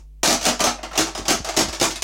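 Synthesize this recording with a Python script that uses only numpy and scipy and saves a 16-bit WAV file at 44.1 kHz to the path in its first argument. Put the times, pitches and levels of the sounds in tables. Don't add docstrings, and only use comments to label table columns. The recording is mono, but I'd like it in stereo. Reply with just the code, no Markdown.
import sys
import numpy as np
from scipy import signal
from scipy.fft import rfft, irfft, next_fast_len
from scipy.io import wavfile
from scipy.ndimage import uniform_filter1d, minimum_filter1d

SR = 44100
rng = np.random.default_rng(int(sys.argv[2]) if len(sys.argv) > 2 else 0)


def wrap_up_sound(samples):
    columns = np.atleast_2d(samples).T
    tamed = np.clip(columns, -1, 1)
    steps = np.round(tamed * 32767).astype(np.int16)
    wavfile.write(sys.argv[1], SR, steps)


N = 89875

ROOM_DB, CASE_ROOM_DB = -1, -8.5

# t/s, clack level/dB, case level/dB, bass boost or cut of the case/dB
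CONTACTS = [(0.231, -5.5, -9, -1), (.257, -6.5, -13.5, -5), (.275, -6, -10.5, 5.5), (.305, -12, -17, 4),
            (.326, -10, -12.5, 0.5), (.411, -18.5, -25, -15), (0.427, -17, -32, -13),
            (.440, -15.5, -21, -19), (.452, -8.5, -12, -12.5), (.464, -4.5, -5, 3), (.593, -18, -16, -21),
            (.604, -9.5, -12, 1), (.639, -7.5, -10.5, -0.5), (.667, -13.5, -11.5, 0.5),
            (.785, -39, -27.5, -14), (.830, -21, -19.5, -6), (0.93, -24.5, -24.5, -21),
            (.954, -19, -18.5, -25), (.976, -6.5, -12.5, -6.5), (.987, -7.5, -9.5, 3),
            (1.070, -20.5, -22.5, -5), (1.149, -19, -19, -29), (1.176, -18.5, -22, 6),
            (1.253, -20.5, -21.5, -26), (1.281, -5.5, -8, -2), (1.304, -6.5, -10.5, 5.5),
            (1.445, -17.5, -21.5, -41), (1.472, -22, -21.5, -8), (1.487, -17, -18.5, -10),
            (1.539, -24, -25, -15), (1.565, -12, -12, -10), (1.571, -4.5, -10, 5), (1.589, -7, -13.5, 7),
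            (1.684, -20, -24.5, -6), (1.727, -18, -22, -12), (1.745, -21, -41, 4), (1.798, -14, -54, -8),
            (1.812, -9.5, -10, 2), (1.826, -5.5, -10.5, 0), (1.905, -17, -34, 12),
            (1.957, -18.5, -31.5, -18), (2.021, -10.5, -35, -21)]
INSIDE_S = 0.87
FULL_CLACK_DB, DULL_HZ, DULL_PER_DB = -11.5, 10000, 1.33
CLACK_RISE_S = 0.00086


def cassette():
    out = np.zeros((2, N))
    t = np.arange(SR // 2) / SR
    for s, clack_db, case_db, bass_db in CONTACTS:
        dull_db = DULL_PER_DB * min(0, clack_db - FULL_CLACK_DB)
        crack = filtered(clack(t), lambda hz: amp(dull_db * hz ** 2 / (hz ** 2 + DULL_HZ ** 2)))
        crack = crack * (1 - np.exp(-t / CLACK_RISE_S))
        shell_sound = amp(clack_db) * in_room(crack, ROOM_DB)
        case_sound = amp(case_db) * case(t, s > INSIDE_S, bass_db)
        add(out, s, shell_sound + case_sound)
    return out


# f/Hz, relative level per Hz/dB
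SHELL_COLOUR = [(60, -28), (200, -16), (600, -9), (1200, -6), (2000, -7), (3500, -4), (5000, -.5),
                (6300, 1), (7300, -3), (8300, -8), (11000, -14), (15500, -19.5)]
CLACK_T60_S, TICK_T60_S, PANEL_T60_S = 0.055, 0.014, 0.061
RATTLE_STEP_S, RATTLE_DB, RATTLE_FADE_DB = 0.0055, -3, 2.94
PANEL_DB = -1


def clack(t, count=5, size=14):
    out = amp(-60 * t / CLACK_T60_S) * noise(SHELL_COLOUR, len(t))
    age = t[:SR // 12]
    for k in range(count):
        hz = rng.uniform(900, 12000, (size, 1))
        weight = amp(along(SHELL_COLOUR, hz))
        panels = (weight * np.sin(2 * np.pi * hz * age)).sum(0) / np.linalg.norm(weight)
        ringing = amp(PANEL_DB - 60 * age / PANEL_T60_S) * panels
        click = amp(-60 * age / TICK_T60_S) * noise(SHELL_COLOUR, len(age))
        start_s = RATTLE_STEP_S * (k + rng.random())
        tick_db = RATTLE_DB - RATTLE_FADE_DB * k + rng.normal(0, 1.03)
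        add(out, start_s, amp(tick_db) * (ringing + click))
    return out


# f/Hz, level with the cassette at the slot's mouth/dB, level with it inside/dB, time to fade by 60 dB/s
CASE_TONES = [(242.8, -4, -11.5, 0.28), (323.4, -7, 5, 0.17), (381.4, -18, -2, 0.14), (431, -2, -2.5, 0.05),
              (624.3, 1, 1.5, 0.16), (678, 1, -0.5, .18), (727.7, -2.5, -3, 0.15), (783.4, -6, 1.5, 0.12),
              (900, -7, -4, 0.24), (946, -18, -9.5, 0.11), (1135, -5, -1.5, 0.13), (1199, 1.5, -5.5, 0.15),
              (1310, -7, -9, 0.34), (1435, -24, -20, 0.21)]
# f/Hz, relative level per Hz/dB
PUSH_COLOUR = [(40, -26), (100, -14.5), (200, -5), (330, -1.5), (500, -2), (700, 2), (1400, -2.5),
               (3000, -9.5), (8000, -47)]
PUSH_DB, PUSH_T60_S = 0, 0.081
RING_DB, CASE_RISE_S = -10, 0.0027
TONE_SPREAD_DB, DETUNE = 2, 0.0075


def case(t, inside, bass_db):
    hz, mouth_db, inside_db, t60 = np.transpose(CASE_TONES)[:, :, None]
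    size, detune = rng.standard_normal((2, len(CASE_TONES), 1))
    tone_db = (inside_db if inside else mouth_db) + TONE_SPREAD_DB * size
    tones = amp(tone_db - 60 * t / t60) * np.sin(2 * np.pi * hz * (1 + DETUNE * detune) * t)
    polarity = (-1) ** np.arange(len(CASE_TONES))[:, None]
    ring = amp(RING_DB) * (polarity * bass_gain(hz, bass_db) * tones).sum(0)
    push = filtered(noise(PUSH_COLOUR, len(t)), lambda f: bass_gain(f, bass_db))
    push = amp(PUSH_DB - 60 * t / PUSH_T60_S) * push
    rise = 1 - np.exp(-t / CASE_RISE_S)
    return in_room(ring * rise, CASE_ROOM_DB) + in_room(push * rise, ROOM_DB)


BASS_EDGE_HZ = 384


def bass_gain(hz, bass_db):
    return amp(bass_db / (1 + (hz / BASS_EDGE_HZ) ** 6))


# t/s, level/dB
CHAFES = [(.911, -19), (.934, -27)]
CHAFE_HZ, CHAFE_FALL_HZ_PER_S, CHAFE_T60_S = 1420, 11000, 0.075
CHAFE_ROUGHNESS = 0.8


def chafing():
    out = np.zeros((2, N))
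    t = np.arange(SR // 3) / SR
    # f/Hz, relative level per Hz/dB
    scrape_colour = [(200, -20), (800, 0), (1400, -2), (2200, -13), (6000, -15), (12000, -40)]
    for s, db in CHAFES:
        falling_hz = np.maximum(CHAFE_HZ - CHAFE_FALL_HZ_PER_S * t, CHAFE_HZ / 2)
        hz = falling_hz * (1 + CHAFE_ROUGHNESS * rng.standard_normal(len(t)))
        tone = np.sin(2 * np.pi * np.cumsum(hz) / SR)
        squeak = tone + amp(-7) * noise(scrape_colour, len(t))
        envelope = amp(db - 60 * t / CHAFE_T60_S) * (1 - np.exp(-t / 0.003))
        add(out, s, in_room(envelope * squeak, ROOM_DB))
    return out


# t/s, level/dB
FINGER_BUMPS = [(1.194, -23), (1.213, -19), (1.289, -22), (1.341, -21), (1.401, -15), (1.653, -22),
                (1.682, -11.5)]
# f/Hz, relative level per Hz/dB
TAP_COLOUR = [(30, -29), (70, -4), (150, 0), (300, 3), (600, -27), (2000, -70)]
SWING_HZ, SWING_T60_S, TAP_DB, TAP_T60_S = 68, 0.06, 1, 0.04


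def fingers():
    out = np.zeros((2, N))
    t = np.arange(SR // 5) / SR
    for s, db in FINGER_BUMPS:
        hz = SWING_HZ * (1 + 0.11 * rng.normal())
        swing = amp(-60 * t / SWING_T60_S) * np.sin(2 * np.pi * hz * t)
        tap = amp(TAP_DB - 60 * t / TAP_T60_S) * noise(TAP_COLOUR, len(t))
        add(out[0], s, amp(db) * (swing + tap) * (1 - np.exp(-t / 0.0019)))
    return signal.sosfilt(signal.butter(3, 45, 'high', fs=SR, output='sos'), out)


# f/Hz, rms level/dB
HUM_TONES = [(50, -41.5), (150, -60.5), (250, -71.5), (350, -76), (450, -77.5)]
# f/Hz, relative level per Hz/dB
HISS_COLOUR = [(30, 11), (300, -13), (2000, -21), (15000, -24)]
# f/Hz, relative level per Hz/dB
RUSTLE_COLOUR = [(100, -1), (900, 5), (3500, -8), (6000, 2), (9000, -8), (14000, -27)]
HISS_DB, RUSTLE_DB, RUSTLE_T60_S = -58.5, -48.5, 0.19


def background():
    t = np.arange(N) / SR
    hum = sum(np.sqrt(2) * amp(db) * np.sin(2 * np.pi * (hz * t + rng.random())) for hz, db in HUM_TONES)
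    hiss = amp(HISS_DB) * noise(HISS_COLOUR, N)
    rustle = amp(RUSTLE_DB - 60 * t / RUSTLE_T60_S) * noise(RUSTLE_COLOUR, N)
    return hum + hiss + rustle


# f/Hz, time to fade by 60 dB/s
ROOM_DECAY = [(150, 0.27), (1000, 0.27), (6000, 0.27), (15000, 0.17)]


def in_room(x, wet_db, split_hz=480, build_s=0.002):
    hz, t, z = signal.stft(rng.standard_normal((2, SR // 2)), SR, nperseg=256)
    turn = np.pi / 4 * (1 - np.exp(-(hz[:, None] / split_hz) ** 2))
    mid, side = z[0] * np.cos(turn), z[1] * np.sin(turn)
    fade = amp(-60 * t / along(ROOM_DECAY, hz)[:, None]) * (1 - np.exp(-t / build_s))
    tail = signal.istft(np.array([mid + side, mid - side]) * fade, SR, nperseg=256)[1]
    tail = tail / np.linalg.norm(tail[0])
    return x + amp(wet_db) * signal.fftconvolve(x[None], tail, axes=1)[:, :len(x)]


def amp(db):
    return 10 ** (np.asarray(db) / 20)


def unit(x):
    return x / np.sqrt(np.mean(x ** 2) + 1e-20)


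def along(points, hz):
    f, v = np.transpose(points)
    return np.interp(np.log(hz + 1), np.log(f + 1), v)


def filtered(x, response):
    m = next_fast_len(x.shape[-1] + 8192)
    return irfft(rfft(x, m) * response(np.fft.rfftfreq(m, 1 / SR)), m)[..., :x.shape[-1]]


def noise(colour, size):
    return unit(filtered(rng.standard_normal(size), lambda hz: amp(along(colour, hz))))


def add(track, s, sound):
    part = track[..., round(s * SR):][..., :sound.shape[-1]]
    part += sound[..., :part.shape[-1]]


def scene():
    return cassette() + chafing() + fingers() + background()


# f/Hz, level/dB
LEFT_MUFFLE = [(100, -0.5), (330, -4), (650, -5), (1000, -10), (1450, -6.5), (2400, -9.5), (4000, -21.5),
               (6300, -30.5), (10000, -23), (15000, -21)]
LEFT_LAG_S, TOP_HZ = 0.00033, 16000
LIMIT_DB, LIMIT_WINDOW_S, LIMIT_HOLD_S = -8, 0.002, 0.008


def record(dry):
    def left_response(hz):
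        return amp(along(LEFT_MUFFLE, hz)) * np.exp(-2j * np.pi * hz * LEFT_LAG_S)

    pair = np.array([filtered(dry[0], left_response), dry[1]])
    window = max(2, int(LIMIT_WINDOW_S * SR))
    hold = max(2, int(LIMIT_HOLD_S * SR))
    level = np.sqrt(np.abs(uniform_filter1d(pair ** 2, window, axis=1)).max(0)) + 1e-9
    gain = minimum_filter1d(np.minimum(1, amp(LIMIT_DB) / level), hold, origin=(hold - 1) // 2)
    limited = np.clip(pair * uniform_filter1d(gain, window), -1, 1)
    return filtered(limited, lambda hz: hz < TOP_HZ)


dry = scene()
out = record(dry)
wrap_up_sound(out)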